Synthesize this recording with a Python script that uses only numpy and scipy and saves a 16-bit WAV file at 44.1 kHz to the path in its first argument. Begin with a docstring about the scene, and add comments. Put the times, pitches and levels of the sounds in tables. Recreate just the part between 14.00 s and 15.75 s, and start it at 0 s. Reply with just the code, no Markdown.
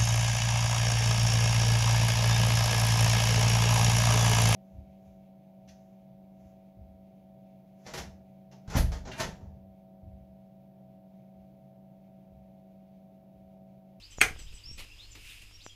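"""A sharp plastic click, close by: a rocker switch tips, snaps over and chatters on the pine-panelled wall
of a small room, and the boards and the room ring after it. Birds chirp farther off, outside, their calls
scattered by the walls. Clothing rustles as the arm drops. The one microphone, on a hand-held camera,
picks up soft bumps and rumble from the hand over faint outdoor hiss and mains hum."""
import sys
import numpy as np
from scipy import signal
from scipy.fft import rfft, irfft, next_fast_len
from scipy.io import wavfile
from scipy.ndimage import map_coordinates

SR = 44100
rng = np.random.default_rng(int(sys.argv[2]) if len(sys.argv) > 2 else 0)


def output_pcm(signal):
    """Save a mono or channel-first signal as 16-bit PCM at the path in sys.argv[1].

    Samples are clipped to [-1, 1] before scaling.
    """
    pcm = np.clip(np.atleast_2d(signal).T, -1, 1) * 32767
    wavfile.write(sys.argv[1], SR, np.round(pcm).astype(np.int16))


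N = 77175

# outdoor hiss as heard indoors (frequency [Hz], level [dB])
AIR_SPECTRUM = [(100, -29.5), (300, -6.5), (800, -11.5), (1600, -13.5), (2200, -7), (2750, 2), (3600, -5.5),
                (4500, -10), (5000, 1.5), (5700, -11.5), (7200, -10), (9000, -19), (14000, -21)]
# mains hum (frequency [Hz], level [dB])
HUM_PARTIALS = [(49.6, -62.5), (99.3, -62.5), (198, -78.5), (301, -79.5)]
# bumps on the camera body (time [s], peak level [dB], width [s])
CAMERA_BUMPS = [(.185, -24.5, 0.00023), (0.1865, -36, 0.0011), (0.31, -30, 0.0013),
                (0.3622, -37.5, 0.00017), (0.542, -36, 0.0031), (0.691, -39, 0.0023),
                (0.714, -35.5, 0.0014), (1.512, -38.5, 0.000039), (1.6645, -24.5, 0.0001)]
# course of the handling rumble (time [s], level [dB])
RUMBLE_LEVELS = [(0.0, -62.5), (0.13, -59), (0.228, -38), (0.276, -42.5), (0.316, -42), (0.336, -44),
                 (0.57, -49.5), (0.628, -67), (0.658, -48), (0.828, -48.5), (0.848, -60.5), (1.106, -55.5),
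                 (1.15, -55.5), (1.75, -59)]
# colour of that rumble (frequency [Hz], level [dB])
RUMBLE_SPECTRUM = [(15, 2), (30, 2), (50, 1.5), (75, -7.5), (130, -13.5), (250, -30.5), (500, -47),
                   (1500, -75)]
# strokes of cloth (time [s], rise [s], t60 [s], hiss level [dB], swish level [dB])
CLOTH_STROKES = [(0.116, .006, 0.17, -59.5, -62.5), (0.386, 0.0086, 0.2, -59, -51),
                 (0.522, 0.0049, 0.085, -60, -60), (0.772, 0.02, 0.27, -44.5, -46),
                 (1.146, .01, 0.2, -63, -50.5), (1.15, 0.15, 0.81, -49.5, -68),
                 (1.411, 0.015, 0.15, -59, -66)]
# bright hiss of the cloth (frequency [Hz], level [dB])
HISS_SPECTRUM = [(200, -34), (1200, -16), (2000, -3.5), (2650, 6.5), (3700, -5.5), (6000, -10), (9000, -10),
                 (12000, -14), (14500, -17)]
# lower swish of the cloth (frequency [Hz], level [dB])
SWISH_SPECTRUM = [(60, 0), (350, 2.5), (600, -4), (1500, -7.5), (2300, 0.5), (3200, -2.5), (4300, -1),
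                  (6000, -14), (12000, -19.5)]
# single whistles (time [s], length [s], start pitch [Hz], end pitch [Hz], bend [1 = straight glide],
# level [dB], direct sound over the echo [dB])
BIRD_WHISTLES = [(0.011, 0.055, 3300, 5030, 2.3, -53.5, -12), (0.116, 0.024, 2700, 3250, 1.53, -60, 0),
                 (.345, 0.041, 2700, 3765, 0.98, -63, -3.5), (.391, 0.0098, 3180, 3200, 0.76, -59, 6),
                 (0.46, .035, 2670, 3906, 1.47, -59.5, 1.5), (0.567, 0.031, 2710, 3990, 1.07, -58.5, -2),
                 (.634, 0.092, 4470, 5540, 4, -51, 1.5), (0.886, 0.042, 2370, 2860, 1.2, -52.5, -1.5),
                 (0.974, .075, 3133, 4495, 1.3, -53, -19), (1.287, 0.026, 3950, 3350, 1.05, -55, -8),
                 (1.524, 0.048, 5360, 5580, 4.4, -61.5, 2.5), (1.595, 0.029, 2800, 5130, 1.18, -52.5, -14),
                 (1.691, 0.023, 3500, 3140, 1.5, -56.5, 2)]
# falling two-voiced chips (time [s], length [s], upper voice [Hz], lower voice [Hz],
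# upper level [dB], lower level [dB])
BIRD_CHIPS = [(0.104, 0.035, 7920, 6250, -57, -60.5), (0.173, 0.028, 7086, 6080, -47.5, -56),
              (0.372, 0.066, 8110, 6300, -56, -60.5), (0.53, 0.049, 8200, 6240, -57.5, -65.5),
              (0.711, 0.052, 8250, 6500, -58.5, -65), (1.108, 0.03, 7470, 6350, -56.5, -60),
              (1.624, 0.072, 7580, 6166, -61, -60.5)]
# reverberation of the small room (frequency [Hz], t60 [s])
ROOM_DECAY = [(200, .26), (1000, 0.22), (2300, 0.2), (6000, .21), (13000, 0.21)]
# colour of the click in the room (frequency [Hz], level [dB])
ECHO_SPECTRUM = [(150, -11), (255, -21), (340, -16), (460, -8), (580, -17.5), (780, -6.5), (980, -15.5),
                 (1400, -4), (1750, -5), (2300, 0), (2800, -13), (3150, -9), (3700, -17), (5600, -18),
                 (6200, -11.5), (7400, -22), (8800, -17.5), (11000, -26), (13000, -24.5), (14500, -35.5)]
# modes of the wall boards (frequency [Hz], level [dB], t60 [s])
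BOARD_MODES = [(322.6, -12.5, .26), (446, -10, .28), (750, -7, 0.22), (1410, -7, 0.2), (1616, -6.5, 0.27),
               (1680, -8.5, 0.18), (1864, -4.5, .16), (2050, 4, .16), (2130, -4, .18), (2261, 2, .16),
               (2425, 1.5, .16), (2470, -3.5, .16), (2602, -1.5, 0.094), (3117, -10, 0.18)]
# modes of the plastic rocker and its housing (frequency [Hz], level [dB], t60 [s])
ROCKER_MODES = [(413, -24.5, 0.078), (729, -10.5, 0.018), (1294, -17, 0.052), (1560, -12, 0.029),
                (2182, 0.5, 0.023), (2556, -0.5, 0.019), (3210, -8, .022), (4050, -17, .02),
                (4410, -12, 0.022), (6540, -6.5, 0.013), (7985, -16, 0.031), (8490, -11, 0.018),
                (12540, -38, 0.0096)]
# the rocker tips, then snaps over (time [s], level [dB])
ROCKER_BLOWS = [(0.2068, -20.5), (0.2129, -4)]
# sharp contacts as the mechanism chatters (time [s], level [dB])
CHATTER = [(0.205, -50), (0.2094, -41), (.2135, -14.5), (.2146, -13), (.2158, -21), (.2168, -14),
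           (0.2214, -16)]
# crack of each contact (frequency [Hz], level [dB])
CRACK_SPECTRUM = [(200, -8), (1000, -10), (2300, 13), (3700, -11), (4400, -2), (6000, -19), (9000, -1),
                  (11000, -12.5), (12700, -4), (14000, -27)]

SNAP_S = 0.214


def amp(db):
    return 10 ** (np.asarray(db) / 20)


def unit_rms(x):
    return x / np.sqrt(np.mean(x ** 2) + 1e-20)


def along(points, hz):
    """Read (frequency, value) points on a log frequency axis."""
    freqs, values = np.transpose(points)
    return np.interp(np.log(hz + 1), np.log(freqs + 1), values)


def since(s):
    """Seconds since s, zero before it."""
    return np.maximum(np.arange(N) / SR - s, 0)


def fade(t, t60):
    """Decay by 60 dB in t60."""
    return np.exp(-np.log(1000) * t / t60)


def wobble(rate):
    """A smooth random curve, rate knots a second."""
    return map_coordinates(rng.standard_normal(N // 8), [np.arange(N) * rate / SR], mode="wrap")


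def filtered(x, response):
    """Shape x by a gain that depends on frequency."""
    size = next_fast_len(N + SR // 2)
    return irfft(rfft(x, size) * response(np.fft.rfftfreq(size, 1 / SR)), size)[:N]


def noise(spectrum):
    """Coloured noise of rms 1."""
    return unit_rms(filtered(rng.standard_normal(N), lambda hz: amp(along(spectrum, hz))))


def room_tone():
    """Faint mains hum under gently wavering hiss from outdoors."""
    t = since(0)
    hum = sum(amp(db) * unit_rms(np.sin(2 * np.pi * (hz * t + rng.random()))) for hz, db in HUM_PARTIALS)
    return hum + amp(-59.5 + wobble(7.27)) * noise(AIR_SPECTRUM)


def handling():
    """Right at the microphone: dull bumps and rumble from the hand on the camera."""
    t = since(0)
    bumps = sum(amp(db) * np.exp(-np.abs(t - s) / width) for s, db, width in CAMERA_BUMPS)
    rumble_db = 1.5 + np.interp(t, *np.transpose(RUMBLE_LEVELS))
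    return bumps + amp(rumble_db) * noise(RUMBLE_SPECTRUM)


def bird_note(s, length, start_hz, end_hz, bend):
    """One gliding bird tone, slightly unsteady in pitch and level."""
    progress = np.clip(since(s) / length, 0, 1)
    glide_hz = end_hz + (start_hz - end_hz) * (1 - progress) ** bend
    hz = glide_hz * (1 + 0.006 * wobble(250))
    arch = np.sqrt(2 * np.abs(np.sin(np.pi * progress)))
    flutter = amp(2 * wobble(120))
    return arch * flutter * np.sin(2 * np.pi * np.cumsum(hz) / SR)


def from_outside(call, direct_db):
    """A call reaches the microphone partly direct, partly scattered by the walls."""
    t = since(0)[:SR // 4]
    tail = rng.standard_normal(len(t)) * fade(t, t60=0.17)
    return amp(direct_db) * call + signal.fftconvolve(call, tail / np.linalg.norm(tail))[:N]


def birds():
    """Farther off, outside: clear whistles and slightly raspy chips that fall in pitch."""
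    whistles = sum(from_outside(amp(db) * bird_note(s, length, start, end, bend), direct_db)
                   for s, length, start, end, bend, db, direct_db in BIRD_WHISTLES)
    rasp = 1 + 0.45 * np.sin(2 * np.pi * 650 * since(0) + wobble(360))
    chips = sum(amp(db) * bird_note(s, length, hz, end_hz=0.925 * hz, bend=1.3)
                for s, length, upper, lower, upper_db, lower_db in BIRD_CHIPS
                for hz, db in [(upper, upper_db), (lower, lower_db)])
    return whistles + from_outside(rasp * chips, direct_db=-5)


def clothing():
    """Near the microphone, cloth rubs in grainy strokes that swell and die away."""
    hiss, swish = noise(HISS_SPECTRUM), noise(SWISH_SPECTRUM)
    strokes = np.zeros(N)
    for s, rise, t60, hiss_db, swish_db in CLOTH_STROKES:
        envelope = np.minimum(since(s) / rise, 1) * fade(since(s + rise), t60)
        strokes += envelope * (amp(hiss_db) * hiss + amp(swish_db) * swish)
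    grain = amp(1.5 * wobble(500))
    return strokes * grain


def room_echo(s):
    """The small room answers from time s, each frequency dying away at its own rate."""
    hz, t, bands = signal.stft(noise(ECHO_SPECTRUM), SR, nperseg=256)
    decay = fade(t, along(ROOM_DECAY, hz)[:, None])
    tail = signal.istft(bands * decay, SR)[1][:N]
    attack = 1 - np.exp(-since(0) / 0.0017)
    return np.pad(tail * attack, (round(s * SR), 0))[:N]


def ring(modes, s, attack_s):
    """A body struck at time s rings in its decaying modes."""
    t = since(s)
    attack = 1 - np.exp(-t / attack_s)
    return attack * sum(amp(db) * fade(t, t60) * np.sin(2 * np.pi * hz * t) for hz, db, t60 in modes)


def switch():
    """Close by, the rocker rings and its contacts crack; the snap sets boards and room ringing."""
    rocker = sum(amp(db) * ring(ROCKER_MODES, s, attack_s=0.0018) for s, db in ROCKER_BLOWS)
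    chatter = sum(amp(db) * (since(s) > 0) * fade(since(s), t60=0.0071) for s, db in CHATTER)
    cracks = chatter * noise(CRACK_SPECTRUM)
    boards = amp(-27.5) * ring(BOARD_MODES, SNAP_S, attack_s=0.003)
    echo = amp(-20) * room_echo(SNAP_S + 0.002)
    return rocker + cracks + boards + echo


def scene():
    """Everything at the one microphone in the room."""
    return (switch() + birds() + clothing() + handling() + room_tone())[None]


def record(dry):
    """The camera rounds off the highest peaks and cuts the treble above its band limit."""
    ceiling, top_hz = 0.75, 14950
    rounded = dry[0] / (1 + (dry[0] / ceiling) ** 6) ** (1 / 6)
    return filtered(rounded, lambda hz: np.clip((top_hz - hz) / 300 + 0.5, 0, 1))[None]


dry = scene()
out = record(dry)
output_pcm(out)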